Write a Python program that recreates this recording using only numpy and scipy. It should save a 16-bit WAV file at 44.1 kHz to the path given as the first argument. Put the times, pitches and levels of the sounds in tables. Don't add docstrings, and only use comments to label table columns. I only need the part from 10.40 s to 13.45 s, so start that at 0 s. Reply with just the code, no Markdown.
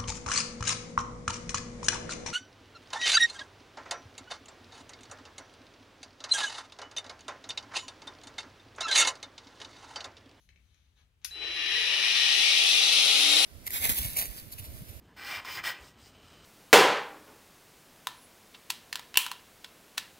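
import sys
import numpy as np
from scipy import signal
from scipy.fft import rfft, irfft, next_fast_len
from scipy.io import wavfile
from scipy.ndimage import uniform_filter1d

SR = 44100
rng = np.random.default_rng(int(sys.argv[2]) if len(sys.argv) > 2 else 0)


def materialize(psi):
    bounded = np.clip(np.atleast_2d(psi).T, -1, 1)
    quanta = np.round(bounded * 32767).astype(np.int16)
    wavfile.write(sys.argv[1], SR, quanta)


N = 134505
ROOM_DB = 5.5
STANDSTILL_HZ = 4

# f/Hz, width/Hz, lift/dB
RINGS = [(790,80,3),(1190,70,4),(1785,60,4),(1910,45,8),(2205,20,4),(2443,14,11),(2765,50,3),(2975,70,3),(3805,20,5),(4225,40,5),(4695,35,8),(5530,100,4),(8950,120,4),(9670,130,4),(12300,170,4),(13750,260,7)]


def amp(db):
    return 10 ** (np.asarray(db) / 20)


def unit(x):
    return x / np.sqrt(np.mean(x ** 2) + 1e-20)


def curve(points):
    return np.interp(np.arange(N) / SR, *np.transpose(points))


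def read(points, hz):
    f, value = np.transpose(points)
    return np.interp(np.log(hz + 1), np.log(f), value)


def tilted(points, db_per_octave):
    return [(f, db + db_per_octave * np.log2(f)) for f, db in points]


def add(mix, s, sound):
    part = mix[round(s * SR):][:len(sound)]
    part += sound[:len(part)]


def colour(x, points, rings=(), size=4096):
    hz = abs(np.fft.fftfreq(size, 1 / SR))
    peaks_db = sum(lift / (1 + (2 * (hz - f) / width) ** 2) for f, width, lift in rings)
    log_gain = np.log(amp(read(points, hz) + peaks_db))
    taps = np.fft.ifft(np.exp(np.conj(signal.hilbert(log_gain)))).real
    taps /= np.linalg.norm(taps)
    return np.apply_along_axis(signal.fftconvolve, -1, x, taps)[..., :N]


def drift(rate_hz):
    hz = np.fft.rfftfreq(N, 1 / SR)
    return unit(irfft(rfft(rng.standard_normal(N)) * np.exp(-(hz / rate_hz) ** 2), N))


def gears(speed, turns):
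    # t/s, level/dB
    rattle_level = [(.91,-55),(.98,-46),(1.04,-37.5),(1.17,-34),(1.2,-31.5),(1.36,-27.3),(1.5,-26.3),(1.7,-24.2),(1.8,-22.5),(2.1,-21.7),(3.03,-21.3)]
    # f/Hz, level/dB
    slow_colour = [(600,-35.5),(1100,-16),(1600,-15),(1800,-4.5),(1930,-3.5),(2100,-6.5),(2400,0),(3000,0.5),(3700,-5.5),(4500,-14.5),(5200,-9),(6200,-17.5),(7200,-36.5),(9000,-48)]
    fast_colour = [(600,-32),(1100,-53.5),(1600,-30.5),(2100,-10.5),(2600,-4.5),(3200,-2.5),(3900,-0.5),(4500,-7.5),(5500,-8.5),(6300,-9),(7000,-25.5),(7600,-22.5),(8400,-15.5),(11000,-95.5)]
    teeth, knock_share, turn_throb = 13, .45, .28
    slow_hz, fast_hz = 23.1, 217.6

    tooth_count = np.floor(teeth * turns + .15 * drift(900))
    mesh = np.diff(tooth_count, prepend=0) > 0
    knocks = mesh * rng.standard_normal(N) / np.sqrt(speed + 30)
    drive = knock_share * unit(knocks) + (1 - knock_share) * rng.standard_normal(N)
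    drive *= 1 + turn_throb * np.cos(2 * np.pi * turns)
    drive = spread(drive, ROOM_DB) * amp(.5 * drift(23))
    fast = np.clip((speed - slow_hz) / (fast_hz - slow_hz), 0, 1)
    rattle = (1 - fast) * colour(drive, slow_colour, RINGS) + fast * colour(drive, fast_colour, RINGS)
    power = uniform_filter1d((rattle ** 2).mean(0), size=8000)
    return rattle / np.sqrt(power) * amp(curve(rattle_level))


def whine(speed, turns):
    multiples = [11, 12, 13, 14, 15, 16, 17, 18, 26, 27, 35]
    order_db = [-62, -44.5, -32, -39, -47, -46, -46, -35, -45, -65, -64]
    # f/Hz, level/dB
    head_colour = [(300,-40),(1500,-25),(2300,-5),(3300,-3),(3800,0),(5000,-10),(6500,-10),(7500,-1),(10000,2),(13000,-8)]
    # t/s, level/dB
    unbalance_level = [(2.2,-85),(2.6,-69.5),(2.75,-60),(2.9,-51.5),(3.04,-52.5)]
    reference_hz, db_per_doubling = 278, 5

    lines = np.zeros(N)
    for k, db in zip(multiples, order_db):
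        level_db = db + read(head_colour, k * speed) + 3 * drift(49)
        lines += amp(level_db) * np.sin(2 * np.pi * (k * turns + rng.random()))
    lines *= amp(db_per_doubling * np.log2(speed / reference_hz))
    hum = amp(curve(unbalance_level)) * np.sin(2 * np.pi * turns)
    return np.sqrt(2) * (lines + hum)


def controller():
    # t/s, level/dB
    whistle_level = [(.909,-47.5),(.95,-45.5),(1.05,-40.5),(1.21,-38),(1.32,-37),(1.6,-41),(1.85,-40.5),(2.2,-45.5),(2.7,-36),(3.04,-48)]
    chop_hz = 3968
    phase = 2 * np.pi * chop_hz * np.arange(N) / SR
    ports = []
    for side_db in (2.8, -3.2):
        waver = phase + .3 * drift(21)
        tone = np.sin(waver) + amp(-37) * np.sin(2 * waver)
        ports.append(tone * amp(curve(whistle_level) + side_db + 2.8 * drift(7.1)))
    return np.sqrt(2) * np.array(ports)


def brushes():
    # t/s, level/dB
    hiss_level = [(.92,-63),(1.0,-68),(1.2,-58.5),(1.37,-51),(1.78,-43.5),(2.2,-38.5),(2.6,-36),(3.03,-31)]
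    # f/Hz, level/dB
    hiss_colour = [(5500,-29),(7500,-2.5),(8300,-41.5),(9100,-2.5),(9800,-1),(10700,-2.5),(11700,-11),(12800,-15),(13800,-16.5),(15800,-20.5)]
    sparks_per_s, spark_spread_db, spark_share = 1500, 3.2, .68

    sparks = (rng.random(N) < sparks_per_s / SR) * rng.standard_normal(N)
    sparks *= amp(spark_spread_db * np.minimum(rng.exponential(1, N), 4))
    drive = spark_share * unit(sparks) + (1 - spark_share) * rng.standard_normal(N)
    return colour(spread(drive, ROOM_DB), hiss_colour, RINGS) * amp(curve(hiss_level))


def fan():
    # t/s, level/dB
    air_level = [(.92,-67),(1.02,-54),(1.3,-57.5),(1.6,-49.5),(1.9,-49),(2.4,-45),(2.72,-43),(3.03,-40.5)]
    # f/Hz, level/dB
    air_colour = [(80,-23),(200,-13.5),(290,-5.5),(370,0.5),(520,2),(640,-1),(800,3),(1000,-3),(1400,2),(2200,-10),(4000,-62)]
    return colour(spread(rng.standard_normal(N), 0), air_colour, RINGS) * amp(curve(air_level))


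def growl():
    # t/s, f/Hz (band centre), level/dB
    growl_band = [(.91,407.3,-93),(0.961,402,-61),(1.2,370,-60.5),(1.36,420,-55.5),(1.5,507.3,-55),(1.701,741,-59.5),(2.0,790,-58),(2.4,808,-70)]
    width_hz = 203
    s, hz, db = np.transpose(growl_band)
    carrier = np.exp(2j * np.pi * np.cumsum(curve(np.c_[s, hz])) / SR)
    envelope = drift(width_hz / 2) + 1j * drift(width_hz / 2)
    return (envelope * carrier).real * amp(curve(np.c_[s, db]))


def click(s, db, decay_s, points, size=3000):
    x = np.zeros(N)
    burst = rng.standard_normal(size) * np.exp(-np.arange(size) / SR / decay_s)
    add(x, s, amp(db) * burst)
    return colour(x, points)


def handling():
    # t/s, level/dB, tilt/(dB/octave)
    knock_events = [(.0897,-48,-1),(.160,-57,-3),(.3445,-62,5),(.817,-66,3),(.841,-55,0),(.909,-47,0)]
    # t/s, level/dB
    snap_events = [(0.8461,-30),(0.849,-29)]
    # f/Hz, level/dB
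    knock_colour = [(300,-25),(1400,-20),(1750,-4),(2400,0),(3200,-9),(3900,-5),(5000,-14),(6400,-10),(7500,-26),(15000,-36)]
    snap_colour = [(200,-30),(800,-19),(1700,-5),(2800,1),(4500,-0.5),(6200,4),(8000,-12.5),(10500,3.5),(13000,-2),(16000,-19)]
    knock_decay_s, snap_decay_s = .0016, .0025
    knock_room_db, snap_room_db, pan_db = 1, -2.5, 2

    knocks = sum(click(s, db, knock_decay_s, tilted(knock_colour, tilt)) for s, db, tilt in knock_events)
    snaps = sum(click(s, db, snap_decay_s, snap_colour) for s, db in snap_events)
    both = shed(knocks + sleeve(), knock_room_db) + shed(snaps, snap_room_db)
    return both * amp([[pan_db], [-pan_db]])


def sleeve():
    # t/s, length/s, level/dB, tilt/(dB/octave)
    rustles = [(-.08,0.17,-76,6),(0.112,0.48,-79.5,-2.5),(0.548,0.09,-73,-4),(0.808,0.057,-74.5,-6)]
    # f/Hz, level/dB
    cloth_colour = [(500,-17.5),(1500,-7.5),(2600,-2.5),(4000,3.5),(5000,-7),(6400,1.5),(7500,-27),(9000,-17),(11000,-3),(13000,-18),(16000,-24)]
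    t, out = np.arange(N) / SR, np.zeros(N)
    for s, length, db, tilt in rustles:
        swell = np.sin(np.pi * np.clip((t - s) / length, 0, 1))
        out += amp(db) * swell * colour(rng.standard_normal(N), tilted(cloth_colour, tilt))
    return out


def shed(x, wet_db, size=12288, count=3):
    # f/Hz, t60/s
    decay = [(200,0.13),(2000,0.29),(6000,0.21),(15000,0.16)]
    move_s, shared_below_hz = .3434, 310

    taps = rng.standard_normal((count, 2, size)) * (rng.random((count, 2, size)) < .2)
    hz, t, z = signal.stft(taps, SR, nperseg=256)
    same = 1 / (1 + (hz[:, None] / shared_below_hz) ** 4)
    z[:, 1] = same * z[:, 0] + np.sqrt(1 - same ** 2) * z[:, 1]
    tails = signal.istft(z * amp(-60 * t / read(decay, hz)[:, None]), SR)[1]
    tails[..., :40] = 0
    tails /= np.linalg.norm(tails, axis=2, keepdims=True)
    steps = np.arange(N) / SR / move_s + np.arange(count)[:, None]
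    places = np.sqrt(2 / count) * np.cos(np.pi * steps / count)
    wet = signal.oaconvolve((x * places)[:, None], tails, axes=2).sum(0)[:, :N]
    return microphones(x, wet, wet_db)


def microphones(x, reflected, wet_db):
    lag_s, left_db, right_db = .00003, 5, -.4
    size = 2 * next_fast_len(N)
    hz = np.fft.rfftfreq(size, 1 / SR)
    late = irfft(rfft(x, size) * np.exp(-2j * np.pi * lag_s * hz))[:N]
    both = np.array([late, x]) + amp(wet_db) * reflected
    return both / np.hypot(1, amp(wet_db)) * amp([[left_db], [right_db]])


def spread(drive, wet_db):
    wash_share, x = .39, unit(drive)
    wash = microphones(x, rng.standard_normal((2, N)), wet_db)
    return (1 - wash_share) * shed(x, wet_db) + wash_share * wash


def background():
    # f/Hz, level/dB
    hiss_colour = [(100,-20),(400,-15),(900,-16),(3000,-13),(6500,-29),(8000,-33),(15500,-38)]
    rumble_colour = [(20,-34),(45,-4),(72,1.5),(100,-8.5),(160,-17),(300,-29.5),(1000,-43)]
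    # t/s, level/dB
    rumble_level = [(0,-68),(.25,-65.5),(.4,-71),(.65,-67),(.75,-71),(.9,-63),(1.4,-63.5),(1.6,-73),(3,-68)]
    hiss_db = [[-81 + 1.5], [-81 - 1.5]]
    hiss = colour(rng.standard_normal((2, N)), hiss_colour) * amp(hiss_db)
    rumble = colour(spread(rng.standard_normal(N), -2.5), rumble_colour)
    return hiss + rumble * amp(curve(rumble_level))


def scene():
    # t/s, f/Hz (turns per second)
    rotor_speed = [(.909, STANDSTILL_HZ), (1.25, 46.6), (1.7, 116.5), (1.722, 120.5), (1.956, 152.7),
                   (2.27, 196.1), (2.68, 252.8), (3.04, 311)]
    on_s, rise_s, wobble, whine_room_db = .909, .0018, .001, -4
    speed = np.maximum(curve(rotor_speed), 1) * (1 + wobble * drift(25))
    turns = np.cumsum(speed) / SR
    on = np.clip((np.arange(N) / SR - on_s) / rise_s, 0, 1)
    tool = on * (gears(speed, turns) + brushes() + fan() + controller())
    tool += shed(on * (growl() + whine(speed, turns)), whine_room_db)
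    return tool + handling() + background()


def record(dry):
    edge_hz = 15900
    lowpass = signal.firwin(511, edge_hz, window=("kaiser", 9), fs=SR)
    return signal.oaconvolve(dry, lowpass[None], "same")


dry = scene()
out = record(dry)
materialize(out)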